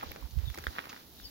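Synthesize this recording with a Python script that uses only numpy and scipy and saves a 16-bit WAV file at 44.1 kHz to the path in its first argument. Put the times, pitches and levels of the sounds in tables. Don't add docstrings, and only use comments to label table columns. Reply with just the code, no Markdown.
import sys
import numpy as np
from scipy import signal
from scipy.fft import rfft, irfft
from scipy.io import wavfile
from scipy.ndimage import uniform_filter1d

SR = 44100
rng = np.random.default_rng(int(sys.argv[2]) if len(sys.argv) > 2 else 0)


def unload_wav(signal):
    wavfile.write(
        sys.argv[1],
        SR,
        np.round(np.clip(np.atleast_2d(signal).T, -1, 1) * 32767).astype(np.int16),
    )


N = 57330
T = np.arange(N) / SR

# time in seconds, level in dB.
SHUFFLE_LEVEL = [(0, -48), (.045, -50.5), (.09, -57), (.17, -57), (.25, -60), (.3, -75), (.42, -56.5),
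                 (.53, -64.5), (.58, -53.5), (.615, -56), (.72, -56.5), (.79, -44.5), (.82, -51.5),
                 (.85, -48.5), (.885, -53.5), (.93, -55), (.98, -56), (1.09, -70), (1.3, -68)]
RUSTLE_LEVEL = [(0, -56.5), (.05, -56.5), (.1, -52), (.15, -59.5), (.29, -60.5), (.42, -60), (.54, -55.5),
                (.62, -56.5), (.71, -55), (.83, -58), (.885, -64), (.905, -56), (.96, -58), (1.1, -63.5),
                (1.21, -56.5), (1.3, -58.5)]
HISS_LEVEL = [(0, -62.5), (.3, -60), (.7, -56.5), (1.05, -60), (1.3, -56)]
BREEZE_LEVEL = [(0, -58), (.11, -58), (.17, -62), (.3, -57), (.45, -93), (.54, -69), (.6, -57),
                (.72, -52.5), (.78, -82), (1, -71), (1.17, -65), (1.3, -64)]
# frequency in Hz, level in dB.
GRAVEL_TONE = [(100, -29), (250, 2), (500, -2), (900, 4), (1500, 2), (2100, -1), (2900, -3), (3700, -7.5),
               (5500, -12), (8000, -52), (12000, -35), (15800, -37), (16400, -40)]
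RUSTLE_TONE = [(1500, -16.5), (2800, -1), (3900, 3.5), (5500, 0), (7000, -6.5), (8500, -27), (14000, -10),
               (16400, -61)]
GRIT_TONE = [(2000, -13), (4500, -3), (6500, -1.5), (8400, -23), (11000, -4.5), (15500, 6), (16500, -27)]
AIR_TONE = [(25, -14.5), (70, 6), (130, -1), (260, 0.5), (500, -7.5), (1000, -12), (2000, -31), (4000, -44),
            (8000, -38)]
HISS_TONE = [(500, -9), (2000, 0.5), (3000, -23), (4300, -5), (5500, -18), (7200, -1), (8400, -8),
             (10500, 3), (13000, 5), (15900, 6), (16300, -34)]
BREEZE_TONE = [(20, -13), (45, -3), (75, 6.5), (130, -2.5), (250, -39), (600, -60)]
FLUTTER_TONE = [(40, -3), (110, 18), (200, 3.5), (500, -40), (1200, -39), (4000, -37)]
THUD_TONE = [(60, -19), (130, -9.5), (260, -0.5), (500, -6), (900, -7.5), (2000, -38)]
SCRAPE_TONE = [(1500, -6), (3000, -6.5), (4500, 0), (6500, -3), (8300, -29), (16000, -20)]
# peak time in seconds, half width in seconds,
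# level in dB, swing rate in Hz, left side compared with right in dB.
SWIRLS = [(0.071, 0.0071, -35, 63, -24), (0.099, 0.0082, -51.5, 58.7, 15.5), (.246, 0.02, -29.5, 56.4, -21),
          (0.341, 0.021, -34.5, 68, -39), (.371, 0.0095, -26, 104, -44), (0.384, 0.02, -19.5, 70.8, -60),
          (0.445, 0.013, -23.5, 71.2, -47), (0.48, 0.0074, -24, 78.5, -49), (0.509, 0.013, -27.5, 74, -49),
          (0.603, 0.035, -45.5, 85, -2.5), (0.683, 0.012, -27.5, 60.5, -32), (1.246, 0.029, -57, 58.3, 13)]
# multiple of its pitch, level in dB, cycles to the peak,
# share of the brightness it gets.
STONE_NOTES = [(.25, -9.5, 0.17, 0.08), (1, -1.5, 0.67, 0), (2.2, -13, 1.37, 0.37), (3.2, -23.5, 2.5, 0.82)]
# time in seconds, level in dB, pitch in Hz, brightness in dB,
# ring length as a multiple, left delay in milliseconds.
KNOCKS = [(0.0117, -29, 2080, -17, 1.1, 0.47), (0.0315, -28, 1170, -32, 3, 0.39),
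          (0.037, -26.5, 905, -36, 1.5, 0.61), (0.1187, -26, 1960, -5, 0.86, 0.52),
          (0.151, -41, 1650, -19, 1.3, 0.68), (0.162, -33, 1670, -1, 1.3, 0.077),
          (.226, -41.5, 970, -3, 2.9, 0.84), (.388, -36.5, 2200, 7.5, 0.52, 0),
          (0.5018, -35.5, 1920, 17, 0.9, .06), (0.5428, -35.5, 1790, 2, 1.2, 0.07),
          (0.557, -36.5, 970, 6, 1.3, 0.94), (0.6399, -31, 1740, 13.5, 1.9, 0.6),
          (0.6687, -16, 1592, 2, 1.92, 0.57), (0.6814, -37, 1850, 2, 2.2, 0.52),
          (0.7642, -30, 1270, -17, 1.1, 0.41), (0.785, -16, 1510, -12.5, 0.94, 0.56),
          (0.7911, -17.5, 1530, -12, 0.75, 0.52), (0.841, -35, 1600, -26, 1.1, 0.82),
          (0.8558, -33.5, 1900, 7, 1.2, 0.6), (.871, -36, 626, -10, 0.63, 0.24),
          (.9293, -30, 1710, -3, 1.3, 0.49), (.934, -39.5, 925, 7, 4.1, 0.29),
          (0.9447, -38, 1490, -21, 1.3, 0.56), (0.964, -33, 1700, -38, 1.32, 0.58),
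          (1.2002, -39.5, 1530, -8, 1.9, 0.53)]
# start in seconds, length in seconds, level in dB, pitch in Hz,
# brightness in dB, left delay in milliseconds.
CRUNCHES = [(0.024, 0.016, -46, 746, 12, 0.52), (0.051, 0.13, -60, 437, -7, 0.25),
            (0.109, 0.004, -45.5, 530, -10, 0.16), (0.115, 0.0062, -49, 1960, -1, 0.46),
            (0.25, 0.023, -58, 990, -21, 0.88), (0.432, 0.025, -54.5, 695, -8, 0.56),
            (0.544, 0.0081, -46, 1860, 17, 0.0083), (0.575, 0.0045, -42, 1620, 12, 0.49),
            (0.585, 0.003, -37, 2260, 12.5, 0.59), (0.641, 0.0088, -47.5, 1710, -2, 0.62),
            (0.896, 0.021, -51.5, 2080, 4, 0.051), (0.918, 0.0078, -49, 1320, -7, 0.63)]
# start in seconds, length in seconds, level in dB.
THUDS = [(0.03, 0.02, -47), (0.112, 0.0089, -47.5), (0.135, 0.1, -50), (0.225, 0.071, -62),
         (0.572, 0.026, -41.5), (0.706, 0.01, -43), (0.928, 0.018, -53)]
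SCRAPES = [(.1605, 0.0029, -44), (0.3095, 0.0028, -49.5), (0.5433, 0.0073, -50.5), (0.588, 0.0031, -46),
           (0.675, 0.0025, -49), (0.892, 0.015, -43), (0.954, 0.0018, -50.5), (0.961, 0.0023, -48.5)]
# time in seconds, level in dB.
SNAPS = [(0.0304, -33.5), (.036, -29), (0.1169, -23), (0.211, -38), (.6465, -30)]
# time in seconds, level in dB, pitch in Hz, cycles to the peak.
HOLLOW_NOTES = [(.0315, -34, 820, 3.8), (0.0338, -38.5, 1320, 4), (0.041, -43.5, 251, 1.17)]
# time in seconds, pitch in Hz, level in dB.
FIRST_CALL = [(.452, 3884, -66), (.462, 3726, -49), (.472, 3610, -55), (.479, 3656, -46), (.486, 3490, -44),
              (.497, 3500, -52.5), (.518, 3450, -62)]
FAINT_CALL = [(1.18, 3740, -58), (1.203, 3850, -58), (1.217, 3650, -58), (1.228, 3300, -59),
              (1.244, 2960, -58), (1.26, 3080, -60)]
HIGH_CALL = [(1.233, 5000, -59), (1.242, 5410, -48), (1.25, 4940, -50), (1.257, 4600, -40),
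             (1.264, 4580, -50), (1.269, 4890, -48), (1.273, 4580, -42), (1.279, 4560, -70),
             (1.286, 4300, -54), (1.291, 4600, -55)]

LEFT_DELAY_MS, KNOCK_LEFT_DB, GRAVEL_LEFT_DB = 0.526, -3, -3.5


def amp(db):
    return 10 ** (np.asarray(db) / 20)


def unit(x):
    return x / np.sqrt(np.mean(x ** 2) + 1e-20)


def level(points):
    return amp(np.interp(T, *np.transpose(points)))


def colour(x, tone):
    f, db = np.transpose(tone)
    hz = np.fft.rfftfreq(N, 1 / SR)
    return irfft(rfft(x) * amp(np.interp(np.log(hz + 1), np.log(f), db)), N)


def noise(tone):
    return unit(colour(rng.standard_normal(N), tone))


def wander(samples):
    return unit(uniform_filter1d(uniform_filter1d(rng.standard_normal(N), samples), samples))


def stereo(x, delay_ms, left_db):
    delay = np.exp(-2j * np.pi * np.fft.rfftfreq(N, 1 / SR) * delay_ms / 1000)
    return np.array([amp(left_db) * irfft(rfft(x) * delay, N), x])


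def burst(start, length):
    age = np.clip((T - start) / length * 4, 0, 50)
    return age * np.exp(1 - age)


def ring(t, hz, cycles):
    age = np.clip(1 + t * hz / cycles, 0, 30)
    return -(age * np.exp(1 - age)) ** 3 * np.sin(2 * np.pi * hz * t)


def clicks(per_s, spread_db):
    size = amp(spread_db * np.minimum(rng.exponential(1, N), 4))
    return size * rng.choice([-1, 1], N) * (rng.random(N) < per_s / SR)


def echoes(x, fade_s):
    t = T[:SR // 3]
    fade = amp(-60 * t / fade_s)
    tails = [unit(rng.standard_normal(len(t)) * fade) / np.sqrt(len(t)) for side in range(2)]
    return np.array([signal.fftconvolve(x, tail)[:N] for tail in tails])


def shuffle():
    near = unit(colour(clicks(per_s=1300, spread_db=3.2), GRAVEL_TONE))
    near = stereo(near, LEFT_DELAY_MS, GRAVEL_LEFT_DB)
    far = np.array([noise(GRAVEL_TONE), noise(GRAVEL_TONE)])
    rustle = np.array([unit(colour(clicks(per_s=8700, spread_db=4), RUSTLE_TONE)) for side in range(2)])
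    return level(SHUFFLE_LEVEL) * (near + 0.48 * far) + level(RUSTLE_LEVEL) * rustle


def grit():
    ticks = unit(colour(clicks(per_s=300, spread_db=2.5), GRIT_TONE))
    return stereo(amp(-66) * ticks, delay_ms=0.017, left_db=2.5)


def air():
    shared = 0.89
    wash = np.sqrt(shared) * noise(AIR_TONE)
    wash = wash + np.sqrt(1 - shared) * np.array([noise(AIR_TONE), noise(AIR_TONE)])
    hiss = level(HISS_LEVEL) * np.array([noise(HISS_TONE), noise(HISS_TONE)])
    return amp(-57.5) * wash * amp([[-5], [0]]) + hiss * amp([[-4], [0]])


def wind():
    out = level(BREEZE_LEVEL) * np.array([noise(BREEZE_TONE), noise(BREEZE_TONE)])
    for peak, width, db, hz, left_db in SWIRLS:
        cycles = np.cumsum(hz * (1 + 0.18 * wander(samples=300))) / SR
        swing = np.cos(2 * np.pi * (cycles - np.interp(peak, T, cycles)))
        flutter = amp(-20) * noise(FLUTTER_TONE)
        swell = amp(db) * np.exp(-((T - peak) / width) ** 2)
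        out = out - stereo(swell * (swing + flutter), 0, left_db)
    return out


def low_cut(x):
    return np.array([colour(side, [(20, -1), (32, -8.5), (46, 1.0), (100, -0.5)]) for side in x])


def stone(t, hz, bright_db, ring_length):
    body = sum(amp(db + share * bright_db) * ring(t, hz * multiple, cycles * ring_length)
               for multiple, db, cycles, share in STONE_NOTES)
    tick = amp(bright_db - 15) * ring(t, hz=12300, cycles=1)
    return body + tick


def knocks():
    return sum(stereo(amp(db) * stone(T - time, hz, bright_db, ring_length), delay_ms, KNOCK_LEFT_DB)
               for time, db, hz, bright_db, ring_length, delay_ms in KNOCKS)


def crunches():
    out = 0
    for start, length, db, hz, bright_db, delay_ms in CRUNCHES:
        swarm = 0
        for multiple in (0.8, 0.95, 1.1):
            hits = clicks(per_s=3700 / 3, spread_db=3.5)
            knock = stone(T[:400] - T[200], hz * multiple, bright_db, ring_length=1)
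            swarm = swarm + signal.fftconvolve(hits, knock, "same")
        crunch = unit(swarm * burst(start, length)) * np.sqrt(length / T[-1])
        out = out + stereo(amp(db) * crunch, delay_ms, GRAVEL_LEFT_DB)
    return out


def thuds():
    puffs = sum(amp(db) * burst(start, length) * noise(THUD_TONE) for start, length, db in THUDS)
    return stereo(puffs, LEFT_DELAY_MS, left_db=-2.5)


def snaps():
    ticks = sum(amp(db) * ring(T - time, hz=14000, cycles=1.8) for time, db in SNAPS)
    return stereo(ticks, delay_ms=0, left_db=-14.5)


def hollow_step():
    notes = sum(amp(db) * ring(T - time, hz, cycles) for time, db, hz, cycles in HOLLOW_NOTES)
    return stereo(notes, LEFT_DELAY_MS, KNOCK_LEFT_DB)


def scrapes():
    chips = sum(amp(db) * burst(start, length) * noise(SCRAPE_TONE) for start, length, db in SCRAPES)
    return stereo(chips, delay_ms=0.032, left_db=-1)


def bird(call, right_db):
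    times, hz, db = np.transpose(call)
    pitch = np.interp(T, times, hz) * (1 + 0.021 * wander(samples=50))
    flutter = amp(2 * wander(samples=150))
    song = np.interp(T, times, amp(db), 0, 0) * flutter * np.sin(2 * np.pi * np.cumsum(pitch) / SR)
    direct = stereo(song, delay_ms=-0.084, left_db=-1.5)
    return (direct + amp(-5) * echoes(song, fade_s=0.11)) * amp([[0], [right_db]])


def scene():
    steps = knocks() + crunches() + thuds() + snaps() + hollow_step() + scrapes()
    steps = steps + amp(-13) * echoes(steps[1], fade_s=0.082)
    nearby = steps + shuffle() + grit() + low_cut(wind())
    birds = bird(FIRST_CALL, -4.5) + bird(FAINT_CALL, -3.5) + bird(HIGH_CALL, -3.5)
    return nearby + birds + air()


def record(dry):
    low_pass = signal.firwin(301, 16300, window=("kaiser", 9), fs=SR)
    return signal.oaconvolve(dry, low_pass[None], "same")


dry = scene()
out = record(dry)
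unload_wav(out)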